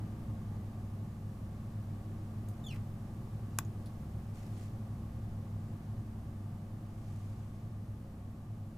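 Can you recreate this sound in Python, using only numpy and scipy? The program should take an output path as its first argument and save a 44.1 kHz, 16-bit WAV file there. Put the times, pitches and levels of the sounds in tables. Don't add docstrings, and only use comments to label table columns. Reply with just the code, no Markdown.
import sys
import numpy as np
from scipy import signal
from scipy.fft import rfft, irfft
from scipy.io import wavfile

SR = 44100
rng = np.random.default_rng(int(sys.argv[2]) if len(sys.argv) > 2 else 0)


def to_wav(sig):
    pcm = np.clip(np.atleast_2d(sig), -1, 1) * 32767
    pcm = np.round(pcm).astype(np.int16)
    wavfile.write(sys.argv[1], SR, pcm.T)


N = 387013

# freq_hz, side_minus_mid_db
STEREO_WIDTH = [(100, -63), (150, -47), (190, -33), (225, -27), (260, -18), (320, -16.5), (450, -9),
                (700, -8.5), (1150, -5.5), (1500, -1), (3000, -0.4), (6000, -4.5), (10000, -7),
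                (13000, -25)]
# freq_hz, density_db_per_hz
HISS_SPECTRUM = [(100, -112), (3000, -112), (6000, -112.5), (11000, -114), (15500, -116.5)]
# time_s, gain_db
HISS_RIDE = [(0, 0.5), (1, -0.3), (4, 0.5), (6.3, -1.2), (7.4, -2), (8.78, -3)]
# freq_hz, density_db_per_hz
RUMBLE_SPECTRUM = [(5, -99), (20, -93), (55, -75), (82, -84), (125, -69), (170, -73.5), (240, -77),
                   (275, -81), (360, -85), (450, -90), (850, -90.5), (1000, -99), (1700, -103),
                   (3000, -114), (9000, -130)]
# centre_hz, half_width_hz, peak_db_per_hz
ROOM_RESONANCES = [(12.8, 9, -68.5), (65.6, 2.1, -59.5), (101.4, 2.9, -59), (108.8, 5.2, -57),
                   (143.7, 5.8, -66.5), (181, 5.8, -71.5), (315.7, 14.3, -79.5), (543.4, 25, -87.5),
                   (704, 18, -88.5), (1114, 97, -93), (1194, 39, -95.5)]
# time_s, gain_db
BED_SWELL = [(0, 2.5), (1.2, 0), (2.1, 1), (4.3, 0.44), (5.8, 0.4), (6.3, -0.65), (7.4, -1), (8.78, -3)]
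# pitch_hz, level_db
MACHINE_TONES = [(41.7, -57), (160.8, -59), (199.5, -58.5), (220.7, -53.5), (242.2, -68.5), (277.9, -72.5),
                 (299.1, -70.5), (384.6, -70.5), (528, -77.5), (2950, -90.5)]
# freq_hz, t60_s
WALL_DECAY = [(200, 0.23), (1500, 0.18), (6000, 0.13), (14000, 0.053)]
# freq_hz, relative_db
CLOTH_COLOUR = [(700, -7), (2000, 7), (3500, 1.5), (7000, 3), (11000, -3.5), (15500, -11)]
# start_s, rise_s, fade_s, peak_db
SLEEVE_STROKES = [(4.32, 0.057, 0.16, -64.5), (4.44, 0.19, 0.1, -64), (6.78, 0.37, 0.66, -69.5)]
# start_s, level_db, ring_hz, half_width_hz, t60_s
TICK_CUES = [(2.487, -54.5, 9500, 3000, .012), (2.495, -69, 11000, 3000, 0.1), (2.760, -58, 2300, 900, .04),
             (3.650, -60, 6800, 500, .014), (3.858, -63.5, 10200, 800, 0.07), (3.860, -63, 4540, 700, .06)]
# harmonic_number, relative_db
SQUEAL_HARMONICS = [(1, -0.5), (2, -8.5), (3, -17), (4, -19)]
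# start_s, length_s, first_hz, last_hz, peak_db, peak_position (0-1), final_roughness
SQUEAL_CUES = [(2.639, .13, 3653, 1450, -52, 0.44, 1.2), (2.683, 0.038, 4500, 3900, -68, 1, .1)]
# pitch_hz, level_db, t60_s
PLASTIC_MODES = [(302, -46, .06), (690, -41, 0.016), (890, -38.5, 0.032), (1126, -29, 0.027),
                 (1560, -34, 0.021), (2000, -42.5, 0.027), (2460, -27.5, 0.0072), (4870, -35, 0.0072),
                 (6030, -27, 0.0049), (6900, -21.5, 0.0042), (7750, -25.5, 0.0054), (10900, -15, 0.0028)]
# freq_hz, relative_db
CRACK_COLOUR = [(300, -6), (850, 7), (2000, 6), (3600, -2), (6500, 2), (9000, 2), (11000, -1), (13500, 0),
                (15500, -5)]
# freq_hz, left_minus_right_db
CLICK_BALANCE = [(500, 3), (1400, 5), (2800, 3), (6000, 10.5), (9500, -3.5)]

BINS_HZ = np.fft.rfftfreq(N, 1 / SR)


def gain_of(db):
    return 10 ** (np.asarray(db) / 20)


def unit_rms(x):
    return x / np.sqrt(np.mean(x ** 2) + 1e-20)


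def decay(t, t60_s):
    return np.exp(-np.log(1000) * t / t60_s)


def curve_at(points, hz):
    points_hz, values = np.transpose(points)
    return np.interp(np.log(hz + 1), np.log(points_hz + 1), values)


def envelope(points):
    return np.interp(np.arange(N) / SR, *np.transpose(points))


def add(mix, start_s, sound):
    part = mix[round(start_s * SR):][:len(sound)]
    part += sound[:len(part)]


def pan(x, pan_db):
    return irfft(rfft(x) * gain_of(np.array([[1], [-1]]) * pan_db / 2), N)


def drift(rate_hz):
    return unit_rms(irfft(rfft(rng.standard_normal(N)) * np.exp(-(BINS_HZ / rate_hz) ** 2), N))


def diffuse_noise(density):
    mid, side = rfft(rng.standard_normal((2, N))) * density * np.sqrt(SR / 2)
    side *= gain_of(curve_at(STEREO_WIDTH, BINS_HZ))
    return irfft(np.array([mid + side, mid - side]), N)


def microphone_hiss():
    return diffuse_noise(gain_of(curve_at(HISS_SPECTRUM, BINS_HZ))) * gain_of(envelope(HISS_RIDE))


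def room_rumble():
    power = gain_of(curve_at(RUMBLE_SPECTRUM, BINS_HZ)) ** 2
    for centre_hz, half_width_hz, db in ROOM_RESONANCES:
        power += (gain_of(db) / (1 + ((BINS_HZ - centre_hz) / half_width_hz) ** 2)) ** 2
    return diffuse_noise(np.sqrt(power)) * gain_of(envelope(BED_SWELL))


def machine_hum(mains_hz=99.7, mains_db=-46, mains_waver_db=1.15, waver_db=0.78, sway_rad=0.12):
    rad_per_hz = 2 * np.pi * np.arange(N) / SR
    swell_db = envelope(BED_SWELL)
    mains_gain = gain_of(mains_db + swell_db + mains_waver_db * drift(0.93))
    out = mains_gain * np.sin(mains_hz * rad_per_hz + sway_rad * drift(1.8))
    for hz, db in MACHINE_TONES:
        phase = 2 * np.pi * rng.random() + sway_rad * drift(1.6)
        out += gain_of(db + swell_db + waver_db * drift(1.8)) * np.sin(hz * rad_per_hz + phase)
    return np.sqrt(2) * out


def cellar_echoes(send):
    taps = rng.standard_normal((2, SR // 2)) * (rng.random((2, SR // 2)) < .1)
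    taps[:, :SR // 250] = 0
    hz, t, bands = signal.stft(taps, SR, nperseg=256)
    tail = signal.istft(bands * decay(t, curve_at(WALL_DECAY, hz)[:, None]), SR, nperseg=256)[1]
    return signal.fftconvolve(send[None], tail / np.linalg.norm(tail[0]), axes=1)[:, :N]


def sleeve(grain_db=2, grain_hz=250):
    fibres = unit_rms(diffuse_noise(gain_of(curve_at(CLOTH_COLOUR, BINS_HZ))))
    strokes = sum(envelope([(start, 0), (start + rise, gain_of(db)), (start + rise + fade, 0)])
                  for start, rise, fade, db in SLEEVE_STROKES)
    return fibres * strokes * gain_of(grain_db * drift(grain_hz))


def ticks(raw_gain=0.58):
    t, out = np.arange(SR // 10) / SR, np.zeros(N)
    hz = np.fft.rfftfreq(len(t), 1 / SR)
    for start_s, db, ring_hz, half_width_hz, t60_s in TICK_CUES:
        burst = rng.standard_normal(len(t))
        ring = unit_rms(irfft(rfft(burst) / (1 + ((hz - ring_hz) / half_width_hz) ** 2), len(t)))
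        add(out, start_s, gain_of(db) * decay(t, t60_s) * (ring + raw_gain * burst))
    return out


def squeal(length_s, first_hz, last_hz, peak_db, peak_position, final_roughness,
           grip_db=-4.5, release_db=-21, flutter_db=4.5, dulling_db=-14, rasp_db=-1):
    progress = np.arange(0, length_s, 1 / SR) / length_s
    n = len(progress)
    roughness = final_roughness * progress ** 2.16
    contact = unit_rms(drift(rate_hz=70)[:n])
    glide_hz = first_hz + (last_hz - first_hz) * progress ** 1.5
    jitter = 0.297 * roughness ** 2 * drift(rate_hz=700)[:n]
    phase = 2 * np.pi * np.cumsum(glide_hz * (1 + 0.009 * contact) * (1 + jitter)) / SR
    smear_rad = 0.56 * unit_rms(drift(rate_hz=450)[:n])
    tone = np.zeros(n)
    for harmonic, db in SQUEAL_HARMONICS:
        gain = gain_of(db + dulling_db * roughness * (harmonic > 1))
        tone += gain * np.sin(harmonic * phase + (harmonic - 1) * smear_rad)
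    rasp = gain_of(rasp_db) * roughness ** 2 * (1 + np.cos(phase)) * rng.standard_normal(n)
    arc_db = np.interp(progress, [0, peak_position, 1], [grip_db, 0, release_db])
    level_db = peak_db + arc_db + flutter_db * contact
    return gain_of(level_db) * (unit_rms(tone) + rasp) * signal.windows.tukey(n, .04)


def squeak():
    out = np.zeros(N)
    for start_s, *shape in SQUEAL_CUES:
        add(out, start_s, squeal(*shape))
    return out


def plastic_click(start_s=3.5872, crack_db=-26, snap_t60_s=0.0113, attack_s=.0001):
    t, out = np.arange(SR // 10) / SR, np.zeros(N)
    ring = rfft(sum((-1) ** k * gain_of(db) * decay(t, t60_s) * np.sin(2 * np.pi * hz * t)
                    for k, (hz, db, t60_s) in enumerate(PLASTIC_MODES)))
    snap = rfft(rng.standard_normal(len(t)) * decay(t, snap_t60_s))
    colour = unit_rms(gain_of(curve_at(CRACK_COLOUR, np.fft.rfftfreq(len(t), 1 / SR))))
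    crack = gain_of(crack_db) * colour * np.sqrt(SR / 1000)
    magnitude = np.hypot(abs(ring), crack)
    phase = np.angle(ring + crack * snap / abs(snap))
    hit = irfft(magnitude * np.exp(1j * phase), len(t))
    attack = 1 - np.exp(-t / attack_s)
    fade = np.cos(np.pi / 2 * t / t[-1]) ** 2
    add(out, start_s, hit * attack * fade)
    return out


def scene(small_send_db=-6, click_send_db=-19.0):
    small_sounds, click = squeak() + ticks(), plastic_click()
    echoes = cellar_echoes(gain_of(small_send_db) * small_sounds + gain_of(click_send_db) * click)
    direct = pan(small_sounds, pan_db=-1.5) + pan(click, curve_at(CLICK_BALANCE, BINS_HZ))
    bed = machine_hum() + room_rumble() + microphone_hiss()
    return bed + sleeve() + direct + echoes


def record(dry):
    cutoff_hz = 15550
    lowpass = signal.firwin(511, cutoff_hz, window=("kaiser", 9), fs=SR)
    return signal.oaconvolve(dry, lowpass[None], "same")


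dry = scene()
out = record(dry)
to_wav(out)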